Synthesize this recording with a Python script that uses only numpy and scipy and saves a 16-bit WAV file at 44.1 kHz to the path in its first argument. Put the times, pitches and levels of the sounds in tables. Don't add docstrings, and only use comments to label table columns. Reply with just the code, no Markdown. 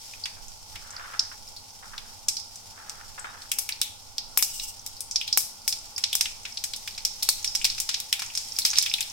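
import sys
import numpy as np
from scipy import signal
from scipy.fft import rfft, irfft, next_fast_len
from scipy.io import wavfile
from scipy.ndimage import map_coordinates

SR = 44100
rng = np.random.default_rng(int(sys.argv[2]) if len(sys.argv) > 2 else 0)


def pcm_store(signal):
    levels = np.round(np.clip(np.atleast_2d(signal), -1, 1) * 32767)
    wavfile.write(sys.argv[1], SR, levels.astype(np.int16).T)


N = 402191

# t/s, ring level before trim/dB, ring pitch/Hz, ring sharpness Q, crack level before trim/dB
SEED_POPS = [(0.136, -45, 2530, 1.9, -52), (0.237, -31, 4600, 11, -57), (0.256, -30, 3220, 0.64, -58),
             (0.482, -44.5, 6500, 3.6, -48), (0.756, -36.5, 2780, 0.85, -43.5),
             (0.905, -41, 6740, 1.8, -61), (0.964, -38.5, 4710, 3.6, -59), (1.193, -22, 5000, 2.2, -60),
             (1.476, -48, 5150, 7.9, -60), (1.564, -38.5, 4380, 5.6, -47), (1.979, -33.5, 3530, 1.3, -47),
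             (2.284, -19, 6650, .9, -50), (2.367, -31, 4830, 2.7, -43), (2.398, -40.5, 5400, 1.6, -43),
             (2.556, -39, 7170, 1.3, -70), (2.895, -34, 6400, 0.63, -61), (3.193, -36.5, 7840, 3.6, -63),
             (3.418, -43, 4340, 1.8, -67), (3.5163, -30, 2990, 1.6, -20), (3.586, -21.5, 11800, 1.4, -22),
             (3.690, -31.5, 2790, 1.5, -27), (3.722, -31.5, 4350, 3.6, -59), (3.815, -24, 3770, 2.5, -19),
             (4.181, -27.5, 4500, 1.9, -39), (4.374, -13, 12060, 2.4, -19.5), (4.391, -34, 2640, 1.3, -44),
             (4.425, -42, 10800, 1.3, -15.5), (4.597, -32, 3900, 1.6, -53), (4.8631, -50, 3800, 12, -29.5),
             (4.966, -45, 4700, 4.6, -49), (5.006, -31.5, 9400, 2.2, -30.5), (5.111, -30, 6200, 1.7, -50),
             (5.158, -21, 4770, 1.8, -53), (5.212, -28.5, 3090, 3, -39), (5.277, -29.5, 3800, 2.1, -36),
             (5.327, -22, 4920, 2.6, -48), (5.374, -14, 11950, 1.7, -14.5), (5.404, -35, 5750, 1.2, -50),
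             (5.678, -29, 5180, 10, -17.5), (5.725, -27, 4940, 1.24, -38), (5.962, -36.5, 5140, 6.4, -50),
             (5.979, -27.5, 5440, 0.37, -51), (6.038, -20, 4170, 1.26, -52),
             (6.129, -24.5, 3440, 3.1, -26.5), (6.152, -32, 8650, 11, -17.5), (6.209, -18, 6040, 0.58, -45),
             (6.256, -28, 2970, 1.5, -36), (6.452, -32.5, 2900, 0.95, -59), (6.572, -29.5, 4400, 2.1, -55),
             (6.639, -23.5, 7400, 0.52, -53), (6.735, -30.5, 3980, 2.2, -38), (6.761, -33, 8410, 0.91, -62),
             (6.875, -31.5, 3600, 0.83, -33.5), (6.978, -33.5, 3870, .7, -62),
             (7.050, -23.5, 5560, 1.1, -25), (7.2247, -27.5, 4200, 3, -33), (7.229, -38, 3830, 2.4, -21),
             (7.289, -19.5, 4330, 5.4, -14.5), (7.444, -23.5, 5370, 0.76, -53),
             (7.475, -30, 5240, 5.9, -50), (7.55, -22, 5700, 0.75, -41), (7.613, -34.5, 2850, 2.8, -49),
             (7.6438, -20, 4240, 1.5, -27), (7.651, -21, 4460, 0.68, -24), (7.699, -28.5, 4430, 1.6, -55),
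             (7.780, -31.5, 4140, .7, -57), (7.801, -33, 7400, 9.2, -22), (7.890, -23.5, 4130, 0.7, -49),
             (7.942, -24, 4000, 1.37, -49), (8.001, -37, 3770, 2.3, -27.5), (8.127, -21.5, 3230, 1.5, -21),
             (8.193, -29, 4300, 0.38, -51), (8.220, -28.5, 3060, 0.36, -53), (8.351, -29, 5560, 0.97, -44),
             (8.374, -26, 5600, .85, -52), (8.587, -28, 4700, 3.1, -20), (8.6175, -29.5, 4210, 7, -50),
             (8.650, -18, 4340, 1.2, -27), (8.662, -43, 4460, 2, -21.5), (8.7318, -30, 2800, 0.61, -55),
             (8.756, -27, 4040, 2, -56), (8.766, -30, 4500, 0.92, -52), (8.774, -25.5, 4180, 0.88, -55),
             (8.784, -15.5, 6200, 0.83, -50), (8.825, -26.5, 5010, 0.71, -25),
             (8.861, -25.5, 3220, 1.55, -31), (8.897, -33, 4910, 4.3, -58), (8.938, -21, 3730, 2.8, -28),
             (8.984, -35.5, 2600, 3.7, -41), (9.007, -27.5, 3400, 1.8, -23)]
# t/s, level before trim/dB
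FOAM_LEVEL = [(0, -42.5), (0.5, -47.5), (4.1, -48), (6.5, -45.5), (7.7, -41), (8.1, -42), (8.76, -37.5),
              (9.12, -41)]
# f/Hz, relative density/dB per Hz
FRYING_SPECTRUM = [(900, -30.5), (1900, -10), (3200, -2.5), (4500, 0), (5500, 0.5), (7500, -2), (10000, -4),
                   (15500, -7.5)]


def amp(db):
    return 10 ** (np.asarray(db) / 20)


def unit(x):
    return x / np.sqrt(np.mean(x ** 2) + 1e-20)


def along(points, hz):
    f, v = np.transpose(points)
    return np.interp(np.log(hz + 1), np.log(f + 1), v)


def curve(rows):
    return np.interp(np.arange(N) / SR, *np.transpose(rows))


def wobble(rate_hz):
    knots = rng.standard_normal(int(N * rate_hz / SR) + 4)
    return map_coordinates(knots, [np.arange(N) * rate_hz / SR])


def fade(t, t60_s):
    return np.exp(-np.log(1000) * t / t60_s)


def filtered(x, response):
    n = x.shape[-1]
    padded = next_fast_len(n + 4096)
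    f = np.fft.rfftfreq(padded, 1 / SR)
    return irfft(rfft(x, padded) * response(f), padded)[..., :n]


def resonance(f, hz, q):
    single = 1j * f * hz / q / (hz * hz - f * f + 1j * f * hz / q)
    return single ** 2


def coloured(x, points):
    return unit(filtered(x, lambda f: amp(along(points, f))))


def add(track, start_s, sound):
    part = track[:, max(round(start_s * SR), 0):][:, :sound.shape[1]]
    part += sound[:, :part.shape[1]]


def swells(rows):
    t = np.arange(N) / SR
    return sum(amp(db) * np.sin(np.pi * np.clip((t - s) / length, 0, 1)) ** 2 for s, length, db in rows)


def jolts(rows, t60_s):
    kicks = np.zeros(N)
    for s, db in rows:
        kicks[round(s * SR)] += amp(db)
    return signal.lfilter([1], [1, -fade(1 / SR, t60_s)], kicks)


def kitchen(rise_s=0.0027):
    # f/Hz, t60/s
    room_t60 = [(300, 0.87), (2000, 0.4), (5500, 0.46), (9000, 0.37), (15000, 0.25)]
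    size = SR * 2 // 5
    hz, age, z = signal.stft(rng.standard_normal((2, size)), SR, nperseg=256)
    decayed = z * fade(age, along(room_t60, hz)[:, None])
    tail = signal.istft(decayed, SR, nperseg=256)[1][:, :size]
    return tail * (1 - np.exp(-np.arange(size) / SR / rise_s))


def echoes(room, rise_s, burst_t60_s, wok_db, wok_t60_s, room_db, shared, spiky=0.45):
    t = np.arange(SR // 12) / SR
    shared = np.clip(shared, 0, 1)
    common = np.sqrt(shared) * rng.standard_normal(len(t))
    blast = common + np.sqrt(1 - shared) * rng.standard_normal((2, len(t)))
    rattle = amp(wok_db) * rng.standard_normal((2, len(t))) * fade(t, wok_t60_s)
    near = blast * fade(t, burst_t60_s) + rattle
    knots = t[::SR // 1500]
    focus = np.interp(t, knots, np.clip(rng.standard_normal(len(knots)), -2, 2))
    near *= np.exp(spiky * (focus - spiky / 2))
    path = amp(room_db) * room
    add(path, 0, near * (1 - np.exp(-t / rise_s)))
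    return path


def burst(path, hz, q):
    x = filtered(path, lambda f: resonance(f, hz, max(q, .2)))
    return x * np.sqrt(SR / 100 / np.sum(x ** 2, axis=1, keepdims=True))


def sizzle(level_db=-1.5, rate_hz=900, spread_db=5, hiss_db=-3, spots=5):
    sizes_db = spread_db * np.minimum(rng.exponential(size=N), 4)
    ticks = (rng.random(N) < rate_hz / SR) * amp(sizes_db)
    spot = rng.integers(0, spots, N)
    crackle = np.zeros((2, N))
    for k in np.unique(spot):
        path = echoes(kitchen(), rise_s=0.0012, burst_t60_s=0.013, wok_db=-5.5, wok_t60_s=0.1,
                      room_db=-18.0, shared=0.76)
        crackle += signal.fftconvolve((ticks * (spot == k))[None], path, axes=1)[:, :N]
    foam = unit(crackle) + amp(hiss_db) * rng.standard_normal((2, N))
    waver_db = .6 * wobble(9)
    return amp(level_db + curve(FOAM_LEVEL) + waver_db) * coloured(foam, FRYING_SPECTRUM)


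def burner(level_db=-57, drone_db=-68, drone_hz=94, flame_db=-63, flame_hz=850, flame_q=7.1):
    # f/Hz, relative density/dB per Hz
    rumble_spectrum = [(12, -86), (20, 2), (32, -29), (92, -12.5), (129, -24), (230, -17.5), (330, -24),
                       (493, -18), (627, -19.5), (847, -17), (994, -22.5), (1120, -23), (1260, -26.5),
                       (1430, -21.5), (2400, -85), (3120, -71), (5280, -120)]
    # f/Hz, likeness (0 to 1)
    likeness = [(30, 0.051), (60, 0.17), (130, 0.85), (290, 0.66), (640, 0.47), (1400, 0.17)]
    a, b, c = rng.standard_normal((3, N))

    def turn(f):
        return np.arccos(np.clip(along(likeness, f), -1, 1)) / 2

    mid = filtered(a, lambda f: np.cos(turn(f)))
    side = filtered(b, lambda f: np.sin(turn(f)))
    flutter_db = .8 * wobble(8)
    rumble = coloured(np.array([mid + side, mid - side]), rumble_spectrum) * amp(flutter_db)
    drone = unit(filtered(c, lambda f: resonance(f, drone_hz, 2.8)))
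    rush = unit(filtered(rng.standard_normal((2, N)), lambda f: resonance(f, flame_hz, flame_q)))
    return amp(level_db) * rumble + amp(drone_db) * drone + amp(flame_db) * rush


def grip(level_db=-2, tremor_db=-65, tremor_swing_db=4):
    # start/s, length/s, peak level before trim/dB
    hand_shifts = [(0.24, 0.41, -57.5), (0.68, 0.16, -49.5), (4.34, 0.47, -55), (7.5, 0.44, -50)]
    noise = rng.standard_normal(N) + .5 * rng.standard_normal((2, N))
    tremor = amp(tremor_db + tremor_swing_db * wobble(5))
    motion = amp(level_db) * swells(hand_shifts) + tremor
    return motion * coloured(noise, [(10, 4.5), (30, 1), (55, -5), (170, -14.5), (400, -30), (1000, -70)])


def blips(level_db=-2, grows=1.7, spread_db=2.5, pitch_hz=5200, scatter=0.3, q=4, count=40):
    track, heat_db = np.zeros((2, N)), curve(FOAM_LEVEL)
    plink_db = level_db + heat_db.min() + grows * (heat_db - heat_db.min())
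    draws = np.clip(rng.standard_normal((count, 2)), -2, 2)
    for place, (size, pitch) in zip(rng.random(count), draws):
        at = int(np.cbrt(place) * (N - 1))
        path = echoes(kitchen(), rise_s=0.0014, burst_t60_s=0.015, wok_db=-23, wok_t60_s=.07,
                      room_db=-31, shared=0.75)
        blip = burst(path, pitch_hz * np.exp(scatter * pitch), q)
        add(track, at / SR, amp(plink_db[at] + spread_db * size) * blip)
    return track


def plink(hz, q, rise_s=0.0015, t60_s=0.014, climb=0.29, climb_s=0.0026):
    t = np.arange(SR // 25) / SR
    pitch_hz = hz * np.exp(climb * (.5 - np.exp(-t / climb_s)))
    tone = np.sin(2 * np.pi * np.cumsum(pitch_hz) / SR)
    note = tone * (1 - np.exp(-t / rise_s)) * fade(t, t60_s)
    return q / (q + 1) * note * np.sqrt(SR / 100 / np.sum(note ** 2))


def push(path, width_s=0.000095, rebound=0.98, echo_db=-24):
    u = np.arange(SR // 100) / SR / width_s
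    pulse = (1 - rebound * u) * np.exp(-u)
    heard = amp(echo_db) * path
    heard[:, SR // 2000] += 1
    x = signal.fftconvolve(heard, pulse[None], axes=1)[:, :path.shape[1]]
    return x / np.sqrt(np.mean(x[:, :len(u)] ** 2))


def pops(ring_db=0.06, crack_db=1, crack_hz=10500, crack_q=0.45):
    thud_db, thud_grows = -27, 1 + 1.24
    full_force_db, ring_force_db = -12.5, -1.5
    snap_s, snap_db = 0.0006, 9.5
    plink_db = -6
    pans_db = 0.9 * rng.standard_normal(len(SEED_POPS))
    track = np.zeros((2, N))
    for (s, ring, hz, q, crack), pan_db in zip(SEED_POPS, pans_db):
        room = kitchen()
        soft = echoes(room, rise_s=0.0018, burst_t60_s=0.013, wok_db=-12.0, wok_t60_s=0.062,
                      room_db=-25.0, shared=0.67)
        sharp = echoes(room, rise_s=0.00012, burst_t60_s=0.016, wok_db=-9.0, wok_t60_s=0.094,
                       room_db=-19, shared=0.26)
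        add(sharp, snap_s, amp(snap_db) * np.ones((2, 1)))
        force = np.hypot(amp(crack), amp(ring + ring_force_db)) / amp(full_force_db)
        pop = amp(ring + ring_db) * burst(soft, hz, q)
        add(pop, 0, amp(ring + plink_db) * plink(hz, q)[None])
        pop += amp(crack + crack_db) * burst(sharp, crack_hz, crack_q)
        pop += amp(thud_db) * force ** thud_grows * push(sharp)
        add(track, s, pop * amp([[pan_db / 2], [-pan_db / 2]]))
    return track


def spatter(sputter_db=2.5):
    # f/Hz, relative density/dB per Hz
    spray_spectrum = [(1500, -34), (2550, -17), (2850, 6.5), (3200, -10), (5500, -0.5), (7400, 1),
                      (8100, 5), (9000, 1), (11000, -3), (15500, 2)]
    droplet_db, droplet_t60_s = -26.5, 0.6
    splash_s, flash_db, flash_t60_s = 4.435, -27, 0.18
    boil_s, boil_db = 0.35, -33.5
    droplets = jolts([(s, crack + droplet_db) for s, ring, hz, q, crack in SEED_POPS], droplet_t60_s)
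    flash = jolts([(splash_s, flash_db)], flash_t60_s)
    splash = flash + swells([(splash_s, boil_s, boil_db)])
    hiss = droplets * coloured(rng.standard_normal((2, N)), FRYING_SPECTRUM)
    hiss += splash * coloured(rng.standard_normal((2, N)), spray_spectrum)
    return hiss * amp(sputter_db * wobble(57))


def bowl(x, direct_db=-1):
    # f/Hz, width/Hz, peak gain/dB
    steel_modes = [(2267, 17.6, 4.5), (2455, 330, -3.5), (3405, 61, -3), (3730, 56, -3), (4100, 8.9, -6.5),
                   (5010, 96, -7.5), (5340, 96, -10), (7800, 40, -4), (9930, 76, -10), (13300, 58, -18),
                   (13400, 60, -19)]

    def ringing(f):
        return sum(amp(db) * 1j * f * width / (hz * hz - f * f + 1j * f * width)
                   for hz, width, db in steel_modes)

    return filtered(x, lambda f: amp(direct_db) + ringing(f))


def fingers(level_db=-2, grit_db=3.0, slip_t60_s=0.14, squeak_db=-51, squeak_hz=3750, squeak_s=0.089):
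    # t/s, level before trim/dB
    finger_slips = [(0.368, -49), (0.74, -50.5), (0.996, -44), (1.134, -41), (1.315, -42), (1.827, -41.5),
                    (1.933, -42.5), (2.777, -46), (3.179, -39), (3.244, -32)]
    # start/s, length/s, peak level before trim/dB
    finger_strokes = [(0.72, 0.68, -43.5), (1.76, 0.45, -53), (2.64, 0.59, -50.5), (3.13, 0.43, -48)]
    # f/Hz, relative density/dB per Hz
    body_spectrum = [(250, -63), (500, -1), (900, -2), (1350, 9), (1750, 5), (2200, -0.5), (3700, -6.5),
                     (7000, -42)]
    force = amp(level_db) * (swells(finger_strokes) + jolts(finger_slips, slip_t60_s))
    friction = coloured(rng.standard_normal((2, N)), body_spectrum)
    rustle = force * amp(grit_db * wobble(300)) * friction
    squeak = unit(filtered(rng.standard_normal(N), lambda f: resonance(f, squeak_hz, 75)))
    return rustle + swells([(finger_slips[-1][0], squeak_s, squeak_db)]) * squeak


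def scene():
    return bowl(pops() + blips() + spatter()) + sizzle() + fingers() + grip() + burner()


def microphone(x, points, size=4096):
    cepstrum = irfft(np.log(amp(along(points, np.fft.rfftfreq(size, 1 / SR)))))
    cepstrum[1:size // 2] *= 2
    cepstrum[size // 2 + 1:] = 0
    impulse = irfft(np.exp(rfft(cepstrum)))
    return signal.fftconvolve(x, impulse)[:N]


def record(dry, top_hz=15900):
    # f/Hz, gain/dB
    left_gain = [(25, -9), (100, 3), (400, -4.5), (850, 1.5), (1200, 2), (4000, -0.5), (5300, 4.5),
                 (6500, 2), (8500, 4.5), (10000, 2.5), (11000, -4), (12700, 2), (15500, -7.5)]
    right_gain = [(25, 11), (100, 4.5), (600, -2.5), (850, 5.5), (1100, 3), (3500, -1.5), (4500, 1),
                  (5400, 9.5), (6500, 2), (8000, -6), (10500, -11), (12500, -7), (14500, -5.5),
                  (15500, -2.5)]
    pair = np.array([microphone(dry[0], left_gain), microphone(dry[1], right_gain)])
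    clipped = np.clip(pair, -.85, .85)
    return filtered(clipped, lambda f: f < top_hz)


dry = scene()
out = record(dry)
pcm_store(out)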